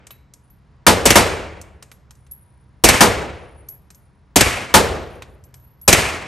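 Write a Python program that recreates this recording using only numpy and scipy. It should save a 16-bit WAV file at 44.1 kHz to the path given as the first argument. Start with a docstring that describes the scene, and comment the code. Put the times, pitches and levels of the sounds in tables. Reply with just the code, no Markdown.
"""Indoor firing range

A carbine fires slow single shots; a second gun in a nearby lane fires in between.
Each blast overloads the microphone, slaps back from the far wall and dies away in the concrete hall.
Spent brass cases tick, ring and roll on the floor; one clinks against steel. The ventilation drones."""
import sys
import numpy as np
from scipy import signal
from scipy.fft import rfft, irfft, next_fast_len
from scipy.io import wavfile
from scipy.ndimage import map_coordinates

SR = 44100
rng = np.random.default_rng(int(sys.argv[2]) if len(sys.argv) > 2 else 0)


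def master(y):
    """Save y as 16-bit WAV."""
    cut = np.clip(np.atleast_2d(y).T, -1, 1)
    pcm = np.round(cut * 32767)  # scale
    wavfile.write(sys.argv[1], SR, pcm.astype(np.int16))


N = 276507
BAND_LIMIT_HZ = 15650

# shots (time [s], level [dB])
CARBINE_SHOTS = [(-0.64, -1), (1.0545, -1.5), (2.8380, 1), (4.3582, -1.5), (5.8775, 0.5)]
NEIGHBOUR_SHOTS = [(0.8655, 0), (1.1558, -1), (3.0065, 0), (4.7400, 0.5)]
# spectra of blast, hall tail and far-wall slap (frequency [Hz], density [dB])
CARBINE_BLAST_DB = [(20, -30), (35, -11), (70, 2), (140, -5), (230, 0), (330, -2), (700, -2), (1600, -13),
                    (2700, -9), (4100, -13), (6200, -8), (11500, -9), (13600, -25), (15500, -29)]
CARBINE_HALL_DB = [(20, -32), (35, -16), (80, 0), (200, -7), (550, -2), (1000, -4), (1600, -4), (2300, .5),
                   (3600, -9), (6000, -9), (9000, -8), (11500, -8), (12900, -20), (14000, -55)]
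CARBINE_SLAP_DB = [(20, -24), (50, 5), (90, 5), (170, -2), (350, -3), (700, -8), (1300, -11), (2600, -8),
                   (4100, -13), (6200, -10), (9000, -13), (11500, -11), (13600, -27), (15500, -31)]
NEIGHBOUR_BLAST_DB = [(20, -32), (35, -11), (75, 2), (130, -10), (220, -3), (300, -4), (700, -4), (950, -1),
                      (1700, -9), (2900, -11), (6000, -14), (11300, -12), (13400, -27), (15500, -42)]
NEIGHBOUR_HALL_DB = [(20, -30), (35, -13), (80, 2), (130, -8), (260, -7), (480, 1), (950, -8), (2000, -12),
                     (2900, -15), (5000, -19), (8700, -21), (11600, -21), (12700, -31), (14000, -65)]
# decay in booth and hall (frequency [Hz], T60 [s])
BOOTH_T60_S = [(60, .45), (300, .3), (1200, .25), (5000, .25), (13000, .2)]
HALL_T60_S = [(60, 1.45), (160, 1.05), (450, .93), (1100, .88), (2500, .8), (5000, .65), (9000, .53),
              (13000, .43)]
# echoes along the lanes (delay [s], level [dB], low-pass cutoff [Hz])
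CARBINE_LANE_ECHOES = [(.0505, -2.8, 14000), (.069, -13, 3500), (.104, -10.5, 1800)]
NEIGHBOUR_LANE_ECHOES = [(.049, -11, 1000), (.198, -23, 1000)]
# stereo width (frequency [Hz], side over mid [dB])
SIDE_DB = [(60, -12), (300, -11), (600, -10), (1300, -6), (2400, -13), (4000, -11), (6000, -20),
           (13000, -14)]
# duct air spectrum (frequency [Hz], density [dB])
AIR_DB = [(20, -30), (40, -12), (65, 0), (95, -7), (130, -6), (200, -16), (300, -23), (600, -28),
          (1000, -28), (2000, -35), (3000, -42), (5000, -45), (9000, -57), (15000, -80)]
# fan tones (frequency [Hz], level [dB])
FAN_TONES = [(64.6, -61), (129.2, -58.5), (193.8, -67), (296, -76), (958, -74.5)]
# case landings, ticking with the remaining share
# (time [s], level [dB], clack share [0-1], ring share [0-1], ring frequency [Hz])
LANDINGS = [(0.0687, -37, 0.2, 0.0, 11660), (0.1067, -37, 0.62, 0.16, 11680),
            (0.3371, -40, 0.01, 0.01, 11480), (0.5014, -55, 0.04, 0.86, 11680),
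            (1.6147, -34, 0.06, 0.0, 11420), (1.8253, -34, 0.28, 0.0, 11420),
            (1.9155, -38, 0.47, 0.04, 11370), (2.1081, -41, 0.23, 0.01, 11420),
            (2.153, -55, 0.0, 0.01, 11900), (2.2662, -54, 0.67, 0.0, 11660),
            (2.3121, -34, 0.0, 0.98, 11390), (3.6865, -29, 0.0, 0.89, 11660),
            (3.904, -40, 0.19, 0.02, 11590), (3.9469, -46, 0.01, 0.18, 11540),
            (5.222, -30, 0.87, 0.0, 11380), (5.439, -48, 0.0, 0.21, 11730),
            (5.5413, -40, 0.16, 0.05, 11770), (5.8137, -39, 0.0, 0.97, 11500)]
# spectra of brass on concrete (frequency [Hz], density [dB])
CLACK_DB = [(200, -12), (900, 0), (2300, 0), (4000, -4), (7000, -20), (12000, -45)]
TICK_DB = [(1500, -32), (3800, -13), (5200, -3), (6500, 0), (9000, -1), (12500, -9), (14000, -24),
           (15500, -28)]
# steel fitting modes (frequency [Hz], level [dB], T60 [s])
STEEL_MODES = [(2250, -16, 0.96), (2632, 0, 0.15), (3898, -7, 0.46), (4280, -14, 0.3)]
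# rolling cases (time [s], ring frequency [Hz], level [dB])
CASE_ROLLS = [(0.34, 9800, -66), (1.5, 9800, -64), (2.16, 9800, -66), (2.37, 9800, -57), (3.33, 9800, -58),
              (3.56, 9800, -60), (3.95, 9800, -66), (4.97, 11780, -63), (5.05, 9800, -60),
              (5.55, 11780, -57)]


def amp(db):
    """Decibels to gain."""
    return 10 ** (np.asarray(db) / 20)


def unit_rms(x):
    """Scale to rms 1."""
    return x / np.sqrt(np.mean(x ** 2) + 1e-20)


def curve_at(points, hz):
    """Interpolate (frequency [Hz], value) points on a log axis."""
    knots_hz, values = np.transpose(points)
    return np.interp(np.log(hz + 1), np.log(knots_hz + 1), values)


def filtered(x, response):
    """Apply a frequency response by FFT."""
    n = x.shape[-1]
    padded = next_fast_len(n + SR // 10)
    return irfft(rfft(x, padded) * response(np.fft.rfftfreq(padded, 1 / SR)), padded)[..., :n]


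def wobble(rate_hz):
    """Smooth random curve, N samples long."""
    knots = rng.standard_normal(int(N * rate_hz / SR) + 4)
    return map_coordinates(knots, [np.arange(N) * rate_hz / SR])


def add(track, time_s, x):
    """Mix x in at time_s, cropped to the track."""
    start = round(time_s * SR)
    x = x[:, max(-start, 0):max(N - start, 0)]
    track[:, max(start, 0):][:, :x.shape[1]] += x


def diffuse(white, spectrum):
    """Two white noises to a coloured stereo field of rms 1."""
    mid, side = filtered(white, lambda hz: amp(curve_at(spectrum, hz))
                         * amp([0 * hz, curve_at(SIDE_DB, hz)]))
    return unit_rms(np.array([mid + side, mid - side]))


def decaying(x, t60_curve, t60_scale=1, swell_cycles=1.2):
    """Each band swells, bass last, and dies at its own rate."""
    hz, t, bands = signal.stft(x, SR, nperseg=256)
    swell = 1 - np.exp(-(t + .002) * (hz[:, None] + 60) / swell_cycles)
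    fade = amp(-60 * t / (t60_scale * curve_at(t60_curve, hz)[:, None]))
    return signal.istft(bands * swell * fade, SR, nperseg=256)[1][:, :x.shape[1]]


def gun(shots, blast_spectrum, hall_spectrum, echo_spectrum, echoes, blast_db, hall_db,
        rise_s, build_s, blast_t60_scale, echo_t60_scale, shared, clump_db):
    """Booth blast, hall tail and echoes; shots from one spot share part of their reflection pattern."""
    out, t = np.zeros((2, N)), np.arange(SR + SR // 4) / SR
    blast_n = SR // 3
    attack = 1 - np.exp(-t[:blast_n] / rise_s)
    pattern = rng.standard_normal((2, 2, len(t)))
    # the tail builds as sound spreads through the hall; reflections arrive in clumps
    spreading = (1 - np.exp(-t / build_s)) * amp(clump_db * wobble(60)[:len(t)])
    for time_s, db in shots:
        near, far = np.sqrt(shared) * pattern + np.sqrt(1 - shared) * rng.standard_normal(pattern.shape)
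        blast = decaying(diffuse(near[:, :blast_n], blast_spectrum), BOOTH_T60_S, blast_t60_scale)
        tail = decaying(diffuse(far, hall_spectrum), HALL_T60_S)
        add(out, time_s, amp(db + blast_db) * blast * attack)
        add(out, time_s, amp(db + hall_db) * tail * spreading)
        for delay_s, echo_db, cutoff_hz in echoes:
            scatter = diffuse(rng.standard_normal((2, SR // 5)), echo_spectrum)
            lowpass = signal.butter(2, cutoff_hz, fs=SR, output="sos")
            echo = signal.sosfilt(lowpass, decaying(scatter, BOOTH_T60_S, echo_t60_scale))
            add(out, time_s + delay_s, amp(db + blast_db + echo_db) * echo)
    return out


def ventilation(air_db, waver_db):
    """Air rumbles in the ducts; the fan tones waver."""
    t = np.arange(N) / SR
    air = amp(air_db + .8 * wobble(5)) * diffuse(rng.standard_normal((2, N)), AIR_DB)
    hum = sum(amp(db + waver_db * wobble(6)) * np.sin(2 * np.pi * hz * t + .7 * wobble(7))
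              for hz, db in FAN_TONES)
    return air + hum


def landing_cases(tick_db, ring_db, contact_s, ring_rise_s, ring_s, room_s, spread_hz):
    """Brass ticks on concrete: landing flat it clacks, on its rim the mouth rings in close modes."""
    out, t = np.zeros((2, N)), np.arange(SR // 3) / SR
    room_tail = np.exp(-t / room_s)
    contact_env = np.exp(-t / contact_s) + amp(-21) * room_tail
    ring_env = (1 - np.exp(-t / ring_rise_s)) * (np.exp(-t / ring_s) + amp(-26) * room_tail)
    for time_s, db, clack_share, ring_share, ring_hz in LANDINGS:
        tick_share = max(1 - clack_share - ring_share, 0)
        clack = np.sqrt(clack_share) * diffuse(rng.standard_normal((2, len(t))), CLACK_DB)
        tick = np.sqrt(tick_share) * amp(tick_db) * diffuse(rng.standard_normal((2, len(t))), TICK_DB)
        modes_hz = ring_hz + spread_hz * rng.uniform(-1, 1, size=(8, 1))
        modes = np.sin(2 * np.pi * (modes_hz * t + rng.random(modes_hz.shape)))
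        ring = np.sqrt(ring_share) * amp(ring_db) * unit_rms(modes.sum(0))
        add(out, time_s, amp(db) * ((clack + tick) * contact_env + ring * ring_env))
    return out


def steel_clink(time_s, level_db, rise_s, rattle_rad):
    """A case glances off a steel fitting, which rings and rattles."""
    out, t = np.zeros((2, N)), np.arange(SR // 2) / SR
    ring = np.zeros((1, len(t)))
    for hz, db, t60_s in STEEL_MODES:
        phase = 2 * np.pi * hz * t + rattle_rad * wobble(250)[:len(t)]
        ring += amp(db - 60 * t / t60_s) * np.sin(phase)
    add(out, time_s, amp(level_db) * ring * (1 - np.exp(-t / rise_s)))
    return out


def rolling_cases(rise_s, fade_db_per_s, flutter_db, width_hz):
    """A rolling case keeps one high mode ringing, unevenly and ever more faintly."""
    out, t = np.zeros((2, N)), np.arange(SR) / SR
    envelope = (1 - np.exp(-t / rise_s)) * amp(-fade_db_per_s * t)
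    for time_s, ring_hz, db in CASE_ROLLS:
        white = rng.standard_normal((1, len(t)))
        ring = filtered(white, lambda hz: np.exp(-((hz - ring_hz) / width_hz) ** 2))
        add(out, time_s, amp(db) * unit_rms(ring) * envelope)
    return out * amp(flutter_db * wobble(18))


def scene():
    """Two guns, spent brass and ventilation, in stereo."""
    carbine = gun(CARBINE_SHOTS, CARBINE_BLAST_DB, CARBINE_HALL_DB, CARBINE_SLAP_DB,
                  CARBINE_LANE_ECHOES, blast_db=4.9, hall_db=-6, rise_s=.004, build_s=.055,
                  blast_t60_scale=.37, echo_t60_scale=.23, shared=.3, clump_db=1)
    neighbour = gun(NEIGHBOUR_SHOTS, NEIGHBOUR_BLAST_DB, NEIGHBOUR_HALL_DB, NEIGHBOUR_BLAST_DB,
                    NEIGHBOUR_LANE_ECHOES, blast_db=1.1, hall_db=-12.8, rise_s=.0006, build_s=.04,
                    blast_t60_scale=.82, echo_t60_scale=.6, shared=.6, clump_db=1.2)
    guns = (carbine + neighbour) * amp([[.25], [-.25]])  # slightly left
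    brass = landing_cases(tick_db=-.5, ring_db=1.5, contact_s=.005, ring_rise_s=.0015, ring_s=.024,
                          room_s=.055, spread_hz=200)
    brass += rolling_cases(rise_s=.015, fade_db_per_s=48, flutter_db=3, width_hz=65)
    brass += steel_clink(time_s=.108, level_db=-52, rise_s=.0015, rattle_rad=1.1)
    return guns + brass + ventilation(air_db=-51.7, waver_db=3)


def record(dry, port_hz=10230, port_width_hz=1700, clip_hardness=7):
    """The right microphone port resonates and turns the phase; blasts clip; the band is limited."""
    port = lambda hz: port_hz ** 2 - hz ** 2 + 1j * hz * port_width_hz
    right = filtered(dry[1], lambda hz: np.conj(port(hz)) / port(hz))  # all-pass
    mic = np.array([dry[0], right])
    clipped = mic / (1 + np.abs(mic) ** clip_hardness) ** (1 / clip_hardness)
    return filtered(clipped, lambda hz: np.clip((BAND_LIMIT_HZ - hz) / 200 + .5, 0, 1))


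dry = scene()
out = record(dry)
master(out)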